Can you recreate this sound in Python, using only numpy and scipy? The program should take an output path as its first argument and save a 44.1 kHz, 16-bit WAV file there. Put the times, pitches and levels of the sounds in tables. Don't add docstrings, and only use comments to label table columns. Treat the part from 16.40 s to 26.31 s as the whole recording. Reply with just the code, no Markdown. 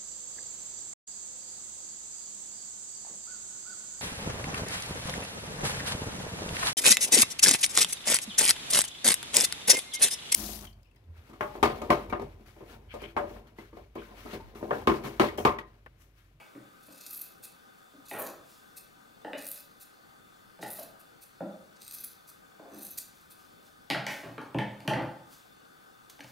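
import sys
import numpy as np
from scipy import signal
from scipy.fft import rfft, irfft
from scipy.io import wavfile
from scipy.ndimage import uniform_filter1d

SR = 44100
rng = np.random.default_rng(int(sys.argv[2]) if len(sys.argv) > 2 else 0)


def int16_out(signal):
    q = np.round(np.clip(np.atleast_2d(signal).T, -1, 1) * 32767)
    wavfile.write(sys.argv[1], SR, q.astype(np.int16))


def magnitude_from_level(level_db):
    exponent = np.asarray(level_db, float) / 20
    return 10 ** exponent


N = 437031

# (bite [s], hardest moment [s], end [s], level at bite [dB], hardest level [dB])
STROKES = [
    (.41, 0.765, .93, -72, -42.5),
    (1.689, 1.82, 1.96, -48, -42),
    (2.99, 3.101, 3.26, -54, -38),
    (4.224, 4.33, 4.48, -58.5, -38),
    (5.417, 5.552, 5.76, -52.5, -45.5),
    (6.308, 6.45, 6.6, -66, -44),
]
# (frequency [Hz], width [Hz], level [dB])
BOARD_MODES = [(419, 100, 10), (522, 32.5, 18.5), (640, 57, 10), (715, 36, 10.5), (789, 210, 9.5),
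               (885, 97, 14.5), (1023, 76, -1.5), (1190, 62, 5), (1390, 880, -0.5)]
# (frequency [Hz], width [Hz], level [dB])
THUD_MODES = [(208, 20, -5.5), (246, 40, -2.5), (288, 54, -0.5), (341, 53, 0), (376, 81, -5)]
# (frequency [Hz], width [Hz], level [dB])
CLACK_MODES = [(1594, 113, 17), (1645, 143, 16.5), (1877, 190, 17.5), (2306, 460, 18), (2820, 460, 13.5),
               (3160, 380, 14), (3580, 420, 4.5)]


def evened(x):
    return x / np.sqrt(np.mean(x ** 2) + 1e-20)


def peaked(x, span=200):
    return x / np.sqrt(uniform_filter1d(x ** 2, size=int(span)).max())


def read(points, hz):
    f, value = np.transpose(points)
    return np.interp(np.log(hz + 1), np.log(f + 1), value)


def add(mix, s, sound):
    part = mix[round(s * SR):][:len(sound)]
    part += sound[:len(part)]


def coloured(x, points):
    gain = magnitude_from_level(read(points, np.fft.rfftfreq(len(x), 1 / SR)))
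    return irfft(rfft(x) * gain, len(x))


def ring(x, hz, width):
    r = np.exp(-np.pi * abs(width) / SR)
    pole = r * np.exp(2j * np.pi * hz / SR)
    return 2 * signal.lfilter([1 - r], [1, -pole], x).real


def resonate(x, hz, width):
    turn = np.exp(2j * np.pi * np.cumsum(hz * np.ones(len(x))) / SR)
    r = np.exp(-np.pi * abs(width) / SR)
    return 2 * (turn * signal.lfilter([1 - r], [1, -r], x / turn)).real


def snaps(count, per_s=5000, spread_db=2.5):
    chance, size, sign = rng.random((3, count))
    happens = chance < per_s / SR
    return happens * magnitude_from_level(-spread_db * np.log(size + 0.045)) * np.sign(sign - .5)


def hum():
    # (frequency [Hz], level [dB per Hz])
    alike = [(15, -41), (25, -7.5), (195, 1.5), (326, -1), (394, -6), (439, -2.5), (531, -5.5), (734, -8.5),
             (887, -7.5), (1100, -8.5), (1520, -9.5), (2280, -13.5), (3620, -13.5), (5280, -16),
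             (16000, -19)]
    # (frequency [Hz], level [dB per Hz])
    opposed = [(15, -57), (25, -35), (64, -49), (114, -9), (405, -2.5), (988, -10), (1160, -9), (1560, -15),
               (1790, -11), (3520, -22), (10100, -33.5), (14800, -46), (16000, -23)]
    # (frequency [Hz], width [Hz], level [dB])
    fan_bands = [(764, 24.4, 15), (1238, 107, 11.5), (1515, 170, 11.5), (3545, 80, 13), (4470, 190, 7),
                 (15500, 430, 3)]
    alike_db, opposed_db = -61, -59
    frames, hz = N // 256 + 5, np.fft.rfftfreq(1024, 1 / SR)
    a, b, c, d, patches = rng.standard_normal((frames, 513, 5)).T
    patches = uniform_filter1d(patches, size=10, axis=0)
    patches = evened(uniform_filter1d(patches, size=14, axis=1))
    bands = sum(db / (1 + (2 * (hz - f) / w) ** 2) for f, w, db in fan_bands)

    def field(z, shape):
        z = z * magnitude_from_level((read(shape, hz) + bands)[:, None] + 1.4 * patches)
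        return evened(signal.istft(z, nperseg=1024, noverlap=768)[1][:N])

    early = .6 * np.sin(2 * np.pi * hz * 9 / SR)[:, None]
    common = a + 1j * b
    mid = magnitude_from_level(alike_db) * field(common, alike)
    side = magnitude_from_level(opposed_db) * field(c + 1j * d - 1j * early * common, opposed)
    return np.array([mid + side, mid - side]) * magnitude_from_level(np.array([[1.3], [-1.3]]))


def room(x, swell=0.005):
    # (frequency [Hz], time [s])
    dying = [(100, 0.76), (260, 0.47), (700, 0.6), (1800, 0.51), (5000, 0.45), (12000, 0.28)]
    # (frequency [Hz], side share of the echoes [0-1])
    side_share = [(100, 0.071), (400, 0.25), (1200, 0.37), (3000, 0.26), (10000, 0.21)]
    taps = np.zeros((2, SR))
    at = np.arange(100, SR - 20, 20) + rng.integers(0, 20, (2, (SR - 101) // 20))
    np.put_along_axis(taps, at, rng.choice([-1., 1.], at.shape), 1)
    hz, t, z = signal.stft(taps, SR, nperseg=512)
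    z *= magnitude_from_level(-60 * t / read(dying, hz)[:, None])
    z[1] *= read(side_share, hz)[:, None]
    build_up = 1 - np.exp(-np.arange(SR) / SR / swell)
    mid, side = signal.istft(z, SR, nperseg=512)[1][:, :SR] * build_up
    tail = np.array([mid + side, mid - side]) / np.linalg.norm(mid)
    return signal.fftconvolve(x[None], tail, axes=1)[:, :N]


def rustle(start, loudest, end, top_db):
    # (frequency [Hz], level [dB per Hz])
    cloth_colour = [(590, -39), (1000, 0), (1540, -7), (1960, -7.5), (5070, -2.5), (7880, -5.5),
                    (16000, -6)]
    quiet_db = -77
    start = max(start, 0)
    t = np.arange(start, end, 1 / SR)
    grains = snaps(count=17000, per_s=21000, spread_db=6.0)
    grains = evened(coloured(grains, cloth_colour))[:len(t)]
    level_db = np.interp(t, [start, loudest, end], [quiet_db, top_db, quiet_db])
    return start, magnitude_from_level(level_db) * grains


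def cloth_sliding():
    # (start [s], loudest [s], end [s], level [dB])
    slides = [
        (0, -0.003, .12, -66),
        (2.0, 2.106, 2.36, -60),
        (6.723, 6.763, 6.89, -64.5),
        (6.89, 6.906, 6.97, -64),
        (6.968, 6.987, 7.19, -64),
        (7.196, 7.275, 7.33, -62.5),
        (7.667, 7.71, 7.98, -48),
        (8.849, 8.928, 9.1, -56.5),
        (9.696, 9.698, 9.735, -47),
        (9.753, 9.9, 9.99, -60),
    ]
    cloth = np.zeros(N)
    for row in slides:
        add(cloth, *rustle(*row))
    return cloth


def struck(drive, modes, weight_db=0, spot_db=1.05, broad=0.4):
    hz, width, db = np.transpose(modes)
    louder, detune = rng.standard_normal((len(modes), 2)).T
    band = signal.butter(3, [0.72 * hz[0], 1.244 * hz[-1]], "band", fs=SR, output="sos")
    soft = signal.sosfilt(band, drive)
    gains = magnitude_from_level(db + weight_db + spot_db * louder) * (-1) ** np.arange(len(hz))
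    rings = sum(g * ring(soft, f, w) for g, f, w in zip(gains, hz * (1 + 0.026 * detune), width))
    filler = ring(soft, hz[len(hz) // 2], hz[-1] - hz[0])
    return peaked(evened(rings) + broad * evened(filler), span=865)


def boom(s, peak_db):
    # (frequency [Hz], width [Hz], level [dB])
    flexing = [(69, 11, -50), (127.8, 13.5, 0), (158, 34, -6.5), (203.2, 5.3, 1.5)]
    push = np.eye(1, 9000)[0]
    return s, magnitude_from_level(peak_db - 10.0) * struck(push, flexing, spot_db=-3.2, broad=0.037)


def rub(start, length, board_db, thud_db, clack_db):
    slowing = np.linspace(0, 1, round(length * SR)) ** 2
    drive = snaps(15000, per_s=1200)[:len(slowing)]
    levels_db = (board_db - 16.5 * slowing, thud_db - 16.5 * slowing, clack_db - 23.5 * slowing)
    body = 0
    for db, modes in zip(levels_db, (BOARD_MODES, THUD_MODES, CLACK_MODES)):
        body = body + magnitude_from_level(db - 8.0) * evened(struck(drive, modes))
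    return max(start, 0), body * signal.windows.tukey(len(slowing), .15)


def knock(board_hz, s, board_db, thud_db, clack_db, tick_db, rattle=0.02):
    # (frequency [Hz], width [Hz], level [dB])
    tick_modes = [(4480, 1500, 0.5), (6800, 2900, -1.5), (9100, 3200, -8), (14000, 3700, -13)]
    t = np.arange(5000) / SR
    drive = snaps(len(t), per_s=1500) * magnitude_from_level(-25 * t / rattle + 1.5)
    drive[0] = 1.03
    near_db = -14 * np.log2(np.transpose(BOARD_MODES)[0] / board_hz) ** 2
    board = struck(drive * magnitude_from_level(-1800 * t), BOARD_MODES, near_db, broad=0.23)
    thud = struck(drive, THUD_MODES, broad=0.64)
    tick = struck(drive * magnitude_from_level(-3000 * t), tick_modes)
    hard_db = .4 * (tick_db - clack_db + 14) * np.log2(np.transpose(CLACK_MODES)[0] / 2400)
    clack = struck(drive * magnitude_from_level(-3500 * t), CLACK_MODES, hard_db, broad=0.52)
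    blow = magnitude_from_level(board_db) * board + magnitude_from_level(thud_db) * thud + magnitude_from_level(clack_db) * clack + magnitude_from_level(tick_db) * tick
    return s - .002, magnitude_from_level(-5.5) * blow


def table_blows():
    # (time [s], board level [dB], thud level [dB], clack level [dB], board pitch [Hz])
    knocks = [(.153, -49.5, -42, -56, 453), (.485, -49, -49, -63, 464), (1.537, -58, -52.5, -74, 500),
              (1.714, -36, -40.5, -36.5, 830), (2.849, -33, -40.5, -41, 730),
              (2.934, -35.5, -43.5, -35, 574), (4.193, -45, -46, -58, 560), (4.229, -34, -45.5, -38, 640),
              (4.388, -39.5, -52.5, -52, 620), (5.008, -31, -34, -72, 720), (6.198, -43.5, -48.5, -75, 587),
              (6.258, -46, -69, -70, 586)]
    # (time [s], board level [dB], thud level [dB], clack level [dB], tick level [dB])
    drops = [
        (7.503, -28.5, -31.5, -26, -30),
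        (7.511, -37, -63, -25.5, -39),
        (7.549, -27.5, -49, -52, -64),
        (7.668, -33, -52, -29.5, -36),
        (7.982, -34.5, -37, -40.5, -61),
        (8.017, -42, -60, -75, -57),
    ]
    # (time [s], board level [dB], thud level [dB], clack level [dB], tick level [dB])
    slaps = [
        (8.147, -29.5, -26.5, -42, -60),
        (8.188, -27.5, -42, -28.5, -45.5),
        (8.406, -52, -58, -53, -54.5),
        (8.452, -45, -41, -67, -74),
        (8.479, -26.5, -30, -26.5, -36.5),
        (8.509, -24.5, -35, -47, -76),
        (8.537, -45, -58, -29.5, -49),
        (8.624, -48, -50, -58, -57),
    ]
    # (time [s], peak level [dB])
    pushes = [(0.158, -54.5), (1.714, -50), (4.227, -47.5), (5.005, -52.5), (6.338, -55), (7.501, -32),
              (7.55, -35), (7.851, -39), (7.981, -44), (8.145, -24), (8.189, -42), (8.474, -22),
              (8.508, -28), (8.618, -35), (9.836, -46)]
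    # (start [s], length [s], board level [dB], thud level [dB], clack level [dB])
    drags = [
        (0, 0.034, -50, -72, -49),
        (1.73, .17, -33.5, -40.5, -46.5),
        (6.2, 0.037, -68, -61, -74),
        (6.3, 0.14, -50, -43, -80),
        (7.67, 0.098, -45, -39.5, -33.5),
        (7.83, 0.057, -37, -35, -45),
        (8.55, 0.1, -29, -28.5, -46),
    ]
    spots = np.zeros((3, N))
    for k, (s, board_db, thud_db, clack_db, hz) in enumerate(knocks):
        tick_db = clack_db - 25
        add(spots[k % 3], *knock(hz, s, board_db, thud_db, clack_db, tick_db))
    for rows, board_hz in ((drops, 1120), (slaps, 766)):
        for k, row in enumerate(rows):
            add(spots[k % 3], *knock(board_hz, *row))
    for k, row in enumerate(pushes):
        add(spots[k % 3], *boom(*row))
    for k, row in enumerate(drags):
        add(spots[k % 3], *rub(*row))
    return spots


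def close_touches():
    # (time [s], board level [dB], thud level [dB], clack level [dB], tick level [dB])
    taps = [
        (9.794, -53, -58, -56, -69),
        (9.808, -59, -54, -46.5, -57),
        (9.846, -54, -59, -58, -61),
    ]
    touches = np.zeros(N)
    for row in taps:
        add(touches, *knock(766, *row, rattle=.003))
    return touches


def cutting_point(s):
    point = 0
    for bite, _, end, *_ in STROKES:
        ramp = (s - bite + .04) / (end - bite + .04)
        point = point + np.clip(1.55 * ramp - .15, 0, 1) * (ramp <= 1)
    return point


def steel(drive, low_db, mid_db, point, between_db=-4, glide=.13):
    # (frequency [Hz], width [Hz], level [dB])
    free_ends = [(8850, 350, 0), (13950, 320, 1)]
    # (frequency [Hz], width [Hz], level [dB])
    blade_modes = [(2590, 70, 19), (3840, 390, 7), (4600, 1240, 7), (6010, 155, 19.5), (6790, 360, 15),
                   (8500, 32, 2), (9360, 120, -7), (10850, 83, 7.5), (11320, 180, -22), (12330, 660, 2.5),
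                   (13500, 25, -29), (14800, 240, -13)]
    # (frequency [Hz], level [dB per Hz])
    shear = [(1180, -37), (2000, -16), (2530, -7.5), (3060, -30.5), (4120, -3), (7910, -10.5), (12400, -16),
             (16000, -19.5)]
    splits = [7500, 10200]
    groups = np.zeros((3, len(drive)))
    for k, (hz, width, db) in enumerate(free_ends):
        free = hz * (1 + glide * (point - .5))
        groups[k + 1] += magnitude_from_level(db) * resonate(resonate(drive, free, 2 * width), free, width)
    for (hz, width, db), grip in zip(blade_modes, rng.standard_normal(len(blade_modes))):
        wakes_db = 14 * (point - .7) * (11500 < hz < 13000)
        tone = ring(ring(drive, hz, 6 * width), hz * (1 + .012 * grip), width)
        groups[np.searchsorted(splits, hz)] += magnitude_from_level(db + wakes_db + 3.3 * grip) * tone
    wide, f = rfft(coloured(drive, shear)), np.fft.rfftfreq(len(drive), 1 / SR)
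    under = [1 / (1 + (f / split) ** 14) for split in splits]
    parts = (under[0], under[1] - under[0], 1 - under[1])
    filled = []
    for group, part in zip(groups, parts):
        between = evened(irfft(wide * part, len(drive)))
        filled.append(evened(evened(group) + magnitude_from_level(between_db) * between))
    low, mid, high = filled
    return high + magnitude_from_level(mid_db) * mid + magnitude_from_level(low_db) * low


def slip(s, peak_db, low_db, mid_db, length, point):
    t, length = np.arange(3000) / SR, max(length, .003)
    shape = np.minimum(t / (0.51 * length), 1) * magnitude_from_level(-90 * np.maximum(t / length - 1, 0))
    burst = steel(shape * snaps(len(t), per_s=16000), low_db, mid_db, point, between_db=0.5)
    return s - .004, magnitude_from_level(peak_db - 8.5) * peaked(burst)


def stroke(bite, hardest, end, bite_db, top_db):
    start = bite - .04
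    t = np.arange(start, end - 1 / SR, 1 / SR)
    t = t[:len(t) // 2 * 2]
    level_db = np.interp(t, [start, bite, hardest, end], [bite_db - 27, bite_db, top_db, -71])
    effort = np.maximum(level_db + 52.5, 0)
    low_db, mid_db = -2 - 1.44 * effort, -6.5 - 0.41 * effort
    clumps = uniform_filter1d(rng.standard_normal(30000), size=120)
    clumps = evened(uniform_filter1d(clumps, size=120))[:len(t)]
    threads = snaps(30000, per_s=2300, spread_db=3.5)[:len(t)]
    blades = steel(threads, low_db, mid_db, cutting_point(t), between_db=-4)
    return start, magnitude_from_level(level_db + 4.42 * clumps - 4.0) * blades


def ringing_blades():
    # (time [s], peak level [dB], low modes [dB], length [s])
    thread_bunches = [(0.426, -51, -7, 0.019), (0.461, -49, -12, 0.016), (.523, -45, -4, .011),
                      (.575, -45, -3, 0.012), (0.61, -39, -1, 0.0084), (.706, -33.5, -16, 0.011),
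                      (0.727, -33.5, -13, 0.026), (0.758, -35, -21, 0.024), (0.814, -26.5, -19, 0.01),
                      (1.6534, -48, -1, 0.018), (1.686, -40.5, -8, 0.021), (1.788, -28, -42, 0.022),
                      (1.862, -37, -11, 0.016), (2.974, -40.5, -2, 0.025), (3.2, -44, -19, .015),
                      (4.212, -40, 0, 0.031), (4.389, -33, -40, 0.016), (4.429, -35, -11, 0.011),
                      (5.36, -53, 14, 0.017), (5.432, -57, -4, .011), (5.536, -31, -13.5, .02),
                      (5.6032, -34, -31, .014), (5.639, -27, -16.5, 0.013), (6.343, -48, -9, 0.01),
                      (6.386, -41, -18, 0.012), (6.424, -34, -27, 0.015), (6.505, -33, -29, 0.015)]
    # (time [s], peak level [dB], length [s], contact point [0 pivot - 1 tip])
    reopens = [
        (1.027, -36, 0.032, .3),
        (2.364, -36, 0.026, 0.36),
        (3.398, -42, 0.038, 0.85),
        (4.593, -48.5, 0.027, 0.7),
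        (4.812, -43.5, 0.032, 0.54),
        (5.872, -42, 0.034, 1),
        (6.5764, -31.5, 0.0078, .3),
        (6.58, -23.5, 0.0127, 0.8),
        (6.81, -55, .012, .7),
        (6.901, -45, 0.027, 0.4),
    ]
    # (time [s], peak level [dB])
    nudges = [
        (9.6977, -48),
        (9.81, -46),
        (9.837, -48),
    ]
    blades = np.zeros(N)
    for row in STROKES:
        add(blades, *stroke(*row))
    for s, peak_db, low_db, length in thread_bunches:
        mid_db = -5 + 0.7 * low_db
        add(blades, *slip(s, peak_db, low_db, mid_db, length, cutting_point(s)))
    for s, peak_db, length, point in reopens:
        add(blades, *slip(s, peak_db, -7, -6, length, point))
    for s, peak_db in nudges:
        add(blades, *slip(s, peak_db, low_db=10, mid_db=-10, length=0.0083, point=.62))
    return blades


def scene():
    cloth, blows, touches = cloth_sliding(), table_blows(), close_touches()
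    blows[0] += touches
    cutting = ringing_blades() + cloth
    near = touches + cutting * magnitude_from_level(np.array([[.3], [-.3]])) + blows.sum(0)
    echoes = magnitude_from_level(-4) * room(cutting) + magnitude_from_level(1) * sum(map(room, blows))
    return near + echoes + hum()


def top_cut(x):
    return signal.sosfilt(signal.butter(12, 16560, fs=SR, output="sos"), x)


def record(dry):
    low_pass = signal.firwin(511, 15800, window=("kaiser", 9), fs=SR)
    dull = signal.oaconvolve(dry, low_pass[None], "same")
    return top_cut(dull)


dry = scene()
out = record(dry)
int16_out(out)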